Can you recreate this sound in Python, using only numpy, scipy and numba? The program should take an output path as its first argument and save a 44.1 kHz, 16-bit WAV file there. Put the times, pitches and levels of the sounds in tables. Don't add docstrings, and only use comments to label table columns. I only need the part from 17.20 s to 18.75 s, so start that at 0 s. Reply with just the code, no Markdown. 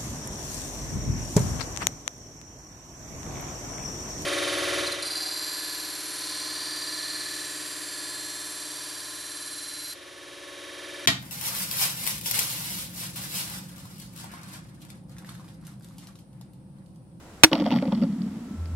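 import sys
import numpy as np
from scipy import signal
from scipy.io import wavfile
from scipy.ndimage import uniform_filter1d
from numba import njit

SR = 44100
rng = np.random.default_rng(int(sys.argv[2]) if len(sys.argv) > 2 else 0)


def materialize(psi):
    bounded = np.clip(np.atleast_2d(psi).T, -1, 1)
    quanta = np.round(bounded * 32767).astype(np.int16)
    wavfile.write(sys.argv[1], SR, quanta)


def volts(x):
    e = np.asarray(x, float) / 20
    return 10 ** e


N = 68355
T = np.arange(N) / SR
MID_SIDE = np.array([[1], [-1]])


def unit(x):
    return x / np.sqrt(np.mean(x ** 2))


@njit
def svf(x, hz, width):
    y, b, l = np.empty(len(x)), 0., 0.
    for i in range(len(x)):
        g, k = np.tan(np.pi * hz[i] / SR), width / hz[i]
        v = (b + g * (x[i] - l)) / (1 + g * (g + k))
        b, l = 2 * v - b, l + 2 * g * v
        y[i] = k * v
    return y


def band(x, hz, width):
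    return svf(x, np.full(N, 1. * hz), 1. * width)


def fade(start, t60, rise=0.00044, hold=0.):
    t = np.maximum(T - start, 0)
    return (1 - np.exp(-t / rise)) * volts(-60 * np.maximum(t - hold, 0) / t60)


def ring(start, hz, t60, turn, rise=0.0001, hold=0.):
    return fade(start, t60, rise, hold) * np.sin(2 * np.pi * (hz * (T - start) + turn))


def walk(rate):
    k = int(SR / rate)
    steps = np.repeat(rng.standard_normal(N // k + 1), k)
    return 0.32 * uniform_filter1d(uniform_filter1d(steps, k), k)[:N]


def curve(table, col=1):
    return np.interp(T, np.array(table)[:, 0], np.array(table)[:, col])


TOWN_DB, TOWN_FADE_DB_S = -46.5, -0.5
SWELL_DB, FLICKER_DB = .7, -1.5
SIDE_FULL_HZ = 2500
# pitch_hz [Hz], density_db [dB per Hz]
TOWN_SPECTRUM = [(25, 3.5), (75, 8), (240, 5.5), (450, -1), (1150, -7.5), (3000, -19), (9000, -21),
                 (15600, -37)]


def town():
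    out, swell = 0, walk(0.55)
    pitch_hz, density_db = np.transpose(TOWN_SPECTRUM)
    for hz in 30 * 2 ** np.arange(0, 9.1, .5):
        mid, side = (unit(band(band(rng.standard_normal(N), hz, hz / 2), hz, hz / 2)) for _ in range(2))
        db = np.interp(np.log(hz), np.log(pitch_hz), density_db)
        db = db + SWELL_DB * swell + FLICKER_DB * walk(2.3)
        side_gain = min(.1 + hz / SIDE_FULL_HZ, 1)
        out = out + volts(db) * np.sqrt(hz) * (mid + side_gain * side * MID_SIDE)
    return unit(out) * volts(TOWN_DB + TOWN_FADE_DB_S * T)


DROP_S, DROP_DB, DROP_HOLD_S, DROP_WIDE_HZ = .2346, 17, 0.0022, 13050
SECOND_RIM_S, SECOND_RIM_DB = .0083, -13.5
CRACK_DB, CRACK_T60_S, TAIL_DB, TAIL_T60_S = -4, 0.016, -34.5, 0.14
THUD_DB, THUD_HZ, THUD_T60_S = -22, 45.3, 0.043
# pitch_hz [Hz], level_db [dB], t60_s [s]
SHELL_MODES = [(316.2, -15.5, 0.11), (274, -33.5, 0.1), (158, -14, 0.026), (564, -9.5, 0.0072),
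               (927, -9.5, 0.026), (1505, -6.5, 0.011), (1874, -6, 0.0073), (2155, -5, 0.01),
               (2521.4, 0, 0.01), (3085, -5, 0.014), (3423, -8, 0.0075), (3720, -2.5, 0.0096),
               (4301, -9, 0.034), (5770, -4, 0.021)]


def drop():
    blows = ((DROP_S, 0), (DROP_S + SECOND_RIM_S, SECOND_RIM_DB))
    modes = np.zeros((2, N))
    for hz, level_db, t60 in SHELL_MODES:
        start_turn, side_draw = rng.random(2)
        middle = start_turn if hz > 400 else .5
        spread = np.sign(side_draw - .5) * (0.066 + hz / DROP_WIDE_HZ) / 2
        for port, sign in enumerate((-1, 1)):
            for start, blow_db in blows:
                mode = ring(start, hz, t60, middle + sign * spread, rise=0.00038, hold=DROP_HOLD_S)
                modes[port] += volts(level_db + blow_db) * mode
    noise = rng.standard_normal((3, N))
    crash = np.array([band(n, 2800, 10000) for n in noise[:2]])
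    crash = crash + volts(10.0) * band(noise[2], 1050, 1500)
    crack = sum(volts(CRACK_DB + blow_db) * fade(start, CRACK_T60_S, rise=0.0011, hold=DROP_HOLD_S)
                for start, blow_db in blows)
    tail = volts(TAIL_DB) * fade(DROP_S, TAIL_T60_S)
    thud = volts(THUD_DB) * ring(DROP_S, THUD_HZ, THUD_T60_S, 0, rise=0.0023)
    return volts(DROP_DB) * 0.49 * (modes + crash * (crack + tail) + thud)


# pitch_hz [Hz], level_db [dB], t60_s [s]
LID_MODES = [(537, 5, 0.072), (681, 7.5, 0.029), (854, 5, 0.063), (1150, 0.5, 0.04), (1348, -1, 0.038)]


def lids(x):
    return unit(sum((-1) ** k * volts(db) * band(x, hz, 130) for k, (hz, db, _) in enumerate(LID_MODES)))


# pitch_hz [Hz], width_hz [Hz], level_db [dB]
RIM_RESONANCES = [(1920, 470, 0), (3290, 740, 0), (4750, 750, -7.5), (5730, 370, -7.5)]


def rims(x):
    return unit(sum((-1) ** k * volts(db) * band(band(x, hz, width), hz, 2 * width)
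                    for k, (hz, width, db) in enumerate(RIM_RESONANCES)))


# start_s [s], end_s [s]; a span that ends before it starts is empty
LOUDER_SPANS = [
    (.6, 0.56),
    (.706, 0.84),
]


def rolling_gain():
    in_span = sum((T > start) & (T < end) for start, end in LOUDER_SPANS)
    return volts(1 * uniform_filter1d(1. * in_span, size=180))


GRIT_PER_S, GRIT_DB, GRIT_FADE_DB_S = 1000, -20.5, -20.5
GRIT_RIM_DB, GRIT_TOP_DB = -6.5, -28.5
# start_s [s], level_db [dB], pitch_hz [Hz]
ROLLING = [(0.3, -63, 275), (0.32, -18, 279), (0.5, -16.5, 220), (0.522, -18, 262), (0.564, -11.5, 197),
           (0.644, -26, 231), (0.682, -22.5, 218), (0.808, -17, 214), (0.828, -19, 232), (0.89, -24.5, 205),
           (0.984, -29, 210), (1.012, -24.5, 207), (1.134, -21.5, 228), (1.166, -20.5, 234.4),
           (1.2, -22.5, 222), (1.34, -25, 226), (1.382, -30, 177), (1.55, -27, 158)]


def roll():
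    grit = (rng.random(N) < GRIT_PER_S / SR) * rng.standard_normal(N) * volts(1.7 * walk(59.5))
    top = unit(band(band(grit, 12600, 2500), 12600, 2500))
    shake = lids(grit) + volts(GRIT_RIM_DB) * rims(grit) + volts(GRIT_TOP_DB) * top
    age = T - ROLLING[0][0]
    return volts(curve(ROLLING) + GRIT_DB + GRIT_FADE_DB_S * age) * (age > 0) * rolling_gain() * shake


BUMP_T60_S, BUMP_RISE_S, BUMP_DB = 0.079, 0.0029, 0
ROLL_DB, ROLL_WIDTH_HZ, WALL_HZ = -15, 81, (126, 331)
# start_s [s], level_db [dB],
# pitch_hz [Hz]
WALL_THUMPS = [(0.3157, -10.5, 314), (0.322, -19.5, 166), (0.3257, -15.5, 324), (0.3302, -11.9, 290),
               (0.3423, -18.5, 223), (0.3657, -16.5, 294), (0.3772, -18.5, 235), (0.3927, -18, 264),
               (0.4028, -8.5, 299), (0.4129, -15.5, 195), (0.427, -18.5, 294), (0.4424, -14, 212),
               (0.461, -24.5, 203), (0.4684, -18, 268), (0.5006, -16, 245), (0.5178, -8.5, 268),
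               (0.5255, -14, 182), (0.5378, -20.5, 239), (0.549, -15.5, 149), (0.5555, -22.5, 291),
               (0.5631, -11, 243), (0.5687, -21.5, 143), (0.5796, -16, 183), (0.6122, -24, 195),
               (0.621, -14.0, 267.6), (0.6501, -20, 237), (0.6639, -13, 257), (0.6768, -14, 189.5),
               (0.6877, -20, 209), (0.6952, -24.5, 268), (0.7188, -22, 171), (0.7227, -8.5, 205),
               (0.7376, -20, 219), (0.7492, -11.5, 214), (0.7723, -15.5, 228.6), (0.7988, -20, 212),
               (0.8096, -21, 254), (0.8142, -9.5, 226), (0.8206, -20.5, 138), (0.824, -14, 268),
               (0.8296, -21.5, 280), (0.834, -9.5, 192), (0.8429, -20.5, 265), (0.8467, -15, 197),
               (0.8642, -14.5, 221), (0.8835, -22.5, 273), (0.8949, -14.5, 192), (0.9192, -18, 169),
               (0.9309, -18, 219), (0.9583, -20.5, 259), (0.9803, -18, 189), (1.0033, -13.5, 198),
               (1.0136, -24.5, 252.4), (1.0304, -14, 218), (1.0612, -18, 211), (1.1115, -21.0, 220),
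               (1.16, -21, 190), (1.3064, -19.5, 210)]


def wall():
    thumps = sum(volts(db + BUMP_DB) * ring(start, hz, BUMP_T60_S, 0, rise=BUMP_RISE_S)
                 for start, db, hz in WALL_THUMPS)
    bounce_hz = curve(ROLLING, col=2) * (1 + 0.097 * walk(29.95))
    rough = svf(rng.standard_normal(N), bounce_hz, 1. * ROLL_WIDTH_HZ)
    rumble = unit(svf(rough, bounce_hz, 2. * ROLL_WIDTH_HZ))
    rolling = volts(ROLL_DB + curve(ROLLING)) * (T > ROLLING[0][0])
    body = thumps + rolling * rumble * rolling_gain()
    return signal.sosfilt(signal.butter(2, WALL_HZ, "bandpass", fs=SR, output="sos"), body)


KNOCK_T60_S, KNOCK_DB, OTHER_LIDS_DB = 0.049, -0.5, -11.5
SCRAPE_DB, SCRAPE_T60_S = -17, 0.069
# start_s [s], level_db [dB], pitch_hz [Hz]
PANEL_KNOCKS = [(0.3152, -22.5, 544), (0.3192, -28.5, 847), (0.3237, -19.5, 1098), (0.3282, -17.5, 539),
                (0.3322, -17.5, 890), (0.3392, -31, 524), (0.3499, -31.5, 988), (0.3544, -22.5, 662),
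                (0.361, -27, 555), (0.383, -34, 546), (0.3974, -22.5, 620), (0.4092, -27, 560),
                (0.4203, -20.5, 540), (0.4584, -25.5, 555), (0.4628, -20.5, 701), (0.4701, -22, 607),
                (0.4834, -30.5, 670), (0.5066, -25.5, 650), (0.515, -22, 900), (0.5215, -25.5, 506),
                (0.5261, -28, 760), (0.5368, -23.5, 845), (0.6252, -20, 552.5), (0.6331, -29.5, 510),
                (0.6528, -25, 537), (0.6785, -27.5, 524), (0.7206, -23.5, 870), (0.7255, -23.5, 540),
                (0.8227, -25.5, 552), (0.835, -26, 548)]


def knocks():
    out, scrape = 0, lids(rng.standard_normal(N))
    for start, level_db, panel_hz in PANEL_KNOCKS:
        panel = ring(start, panel_hz, KNOCK_T60_S, 0, rise=0.00048)
        others = 0
        for hz, db, t60 in LID_MODES:
            share, detune = rng.random(2)
            mode = ring(start, hz * (.95 + 0.14 * detune), t60, 0, rise=0.0016)
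            others = others + volts(db + 8.7 * (share - 1)) * mode
        rub = scrape * fade(start, SCRAPE_T60_S, rise=0.0015)
        knock = panel + volts(OTHER_LIDS_DB) * others + volts(SCRAPE_DB) * rub
        out = out + volts(level_db + KNOCK_DB) * knock
    return out


TICK_T60_S, TICK_DB, TICK_RIM_DB = 0.0084, -0.5, -5.5
TICK_TAIL_DB, TICK_TAIL_T60_S = -18.5, 0.043
SNAP_DB, SNAP_T60_S = -20.5, 0.0028
# start_s [s], level_db [dB], pitch_hz [Hz]
RIM_TICKS = [(0.316, -29, 3460), (0.3308, -11, 2930), (0.3495, -39.5, 4520), (0.3531, -19.5, 2850),
             (0.3825, -33.5, 3450), (0.3994, -27.5, 3270), (0.4026, -30.5, 3570), (0.4104, -32.5, 3220),
             (0.4187, -37, 3530), (0.443, -34.5, 3200), (0.4519, -35, 3600), (0.4628, -25.5, 3270),
             (0.4725, -34.5, 2150), (0.476, -37.5, 3400), (0.5055, -28, 2750), (0.5148, -26, 2790),
             (0.5185, -35, 2490), (0.5228, -23, 2880), (0.527, -43.5, 1930), (0.5321, -32, 3700),
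             (0.5389, -32.5, 2430), (0.5586, -43.5, 2410), (0.5667, -47, 2280), (0.573, -45.5, 3120),
             (0.5755, -43, 2550), (0.5835, -39, 3200), (0.587, -31, 2150), (0.6238, -32, 2340),
             (0.6281, -50, 2280), (0.6407, -45.5, 2230), (0.651, -45.5, 1980), (0.6542, -35.5, 3010),
             (0.6713, -39.3, 2450), (0.677, -39.5, 3050), (0.6835, -45.5, 3140), (0.6886, -46, 3480),
             (0.7227, -28, 3310), (0.73, -42, 3180), (0.7486, -36.5, 4300), (0.753, -38.5, 3440),
             (0.7715, -48, 2600), (0.8157, -46, 4830), (0.8239, -32.5, 2700), (0.8345, -36, 4600),
             (0.8404, -39.5, 2790), (0.927, -50, 4390), (1.019, -40.5, 4770), (1.457, -42, 4950)]


def ticks():
    noise = rng.standard_normal((2, N))
    rim, hiss = rims(noise[0]), unit(band(noise[1], 12000, 7000))
    out = 0
    for start, level_db, hz in RIM_TICKS:
        ping = ring(start, hz, TICK_T60_S, 0, rise=0.00013)
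        snap = volts(SNAP_DB) * fade(start, SNAP_T60_S, rise=.0001) * hiss
        rim_fade = volts(TICK_RIM_DB) * fade(start, TICK_T60_S, rise=0.00017)
        tail_fade = volts(TICK_TAIL_DB) * fade(start, TICK_TAIL_T60_S)
        out = out + volts(level_db + TICK_DB) * (ping + snap + rim * (rim_fade + tail_fade))
    return out


SCATTER_DB, SCATTER_T60_S, SCATTER_FROM_HZ = -2, 0.01, 1500


def scatter(x):
    n = int(.02 * SR)
    echo = unit(rng.standard_normal(n) * volts(-60 * T[:n] / SCATTER_T60_S)) / np.sqrt(n)
    bright = signal.lfilter(*signal.butter(1, SCATTER_FROM_HZ, "high", fs=SR), x)
    return volts(SCATTER_DB) * signal.fftconvolve(bright, echo)[:N]


DRONE_HZ = 82.4
WHINE_HZ, WHINE_DB, WHINE_S = 1331, -60.5, 1.23
# start_s [s], level_db [dB]
DRONE_SWELL = [
    (1.32, -56),
    (1.392, -33),
    (1.412, -28.5),
    (1.466, -34),
    (1.524, -30.5),
    (1.55, -27.5),
]


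def machine():
    drone_turn = np.cumsum(DRONE_HZ * (1 + .01 * walk(20))) / SR
    drone_in = np.clip((T - DRONE_SWELL[0][0]) / 0.023, 0, 1)
    drone = volts(curve(DRONE_SWELL)) * drone_in * np.sin(2 * np.pi * drone_turn)
    whine_in = np.clip((T - WHINE_S) / 0.063, 0, 1)
    whine = volts(WHINE_DB) * whine_in * np.sin(2 * np.pi * WHINE_HZ * T)
    return np.sqrt(2) * (drone + whine)


PAN_DB_PER_S, WALL_SIDE_DB = 0.5, -26


def scene():
    tin, body = ticks() + knocks() + roll(), wall()
    pan = volts(np.clip(PAN_DB_PER_S * T, -4, 0) * np.array([[.5], [-.5]]))
    side = scatter(tin) + volts(WALL_SIDE_DB) * np.roll(body, 50)
    return tin * pan + body + side * MID_SIDE + drop() + machine() + town()


def band_limit(x):
    return signal.sosfilt(signal.butter(12, 15760, fs=SR, output="sos"), x)


def record(dry):
    clip = .97
    return band_limit(np.clip(dry, -clip, clip))


dry = scene()
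out = record(dry)
materialize(out)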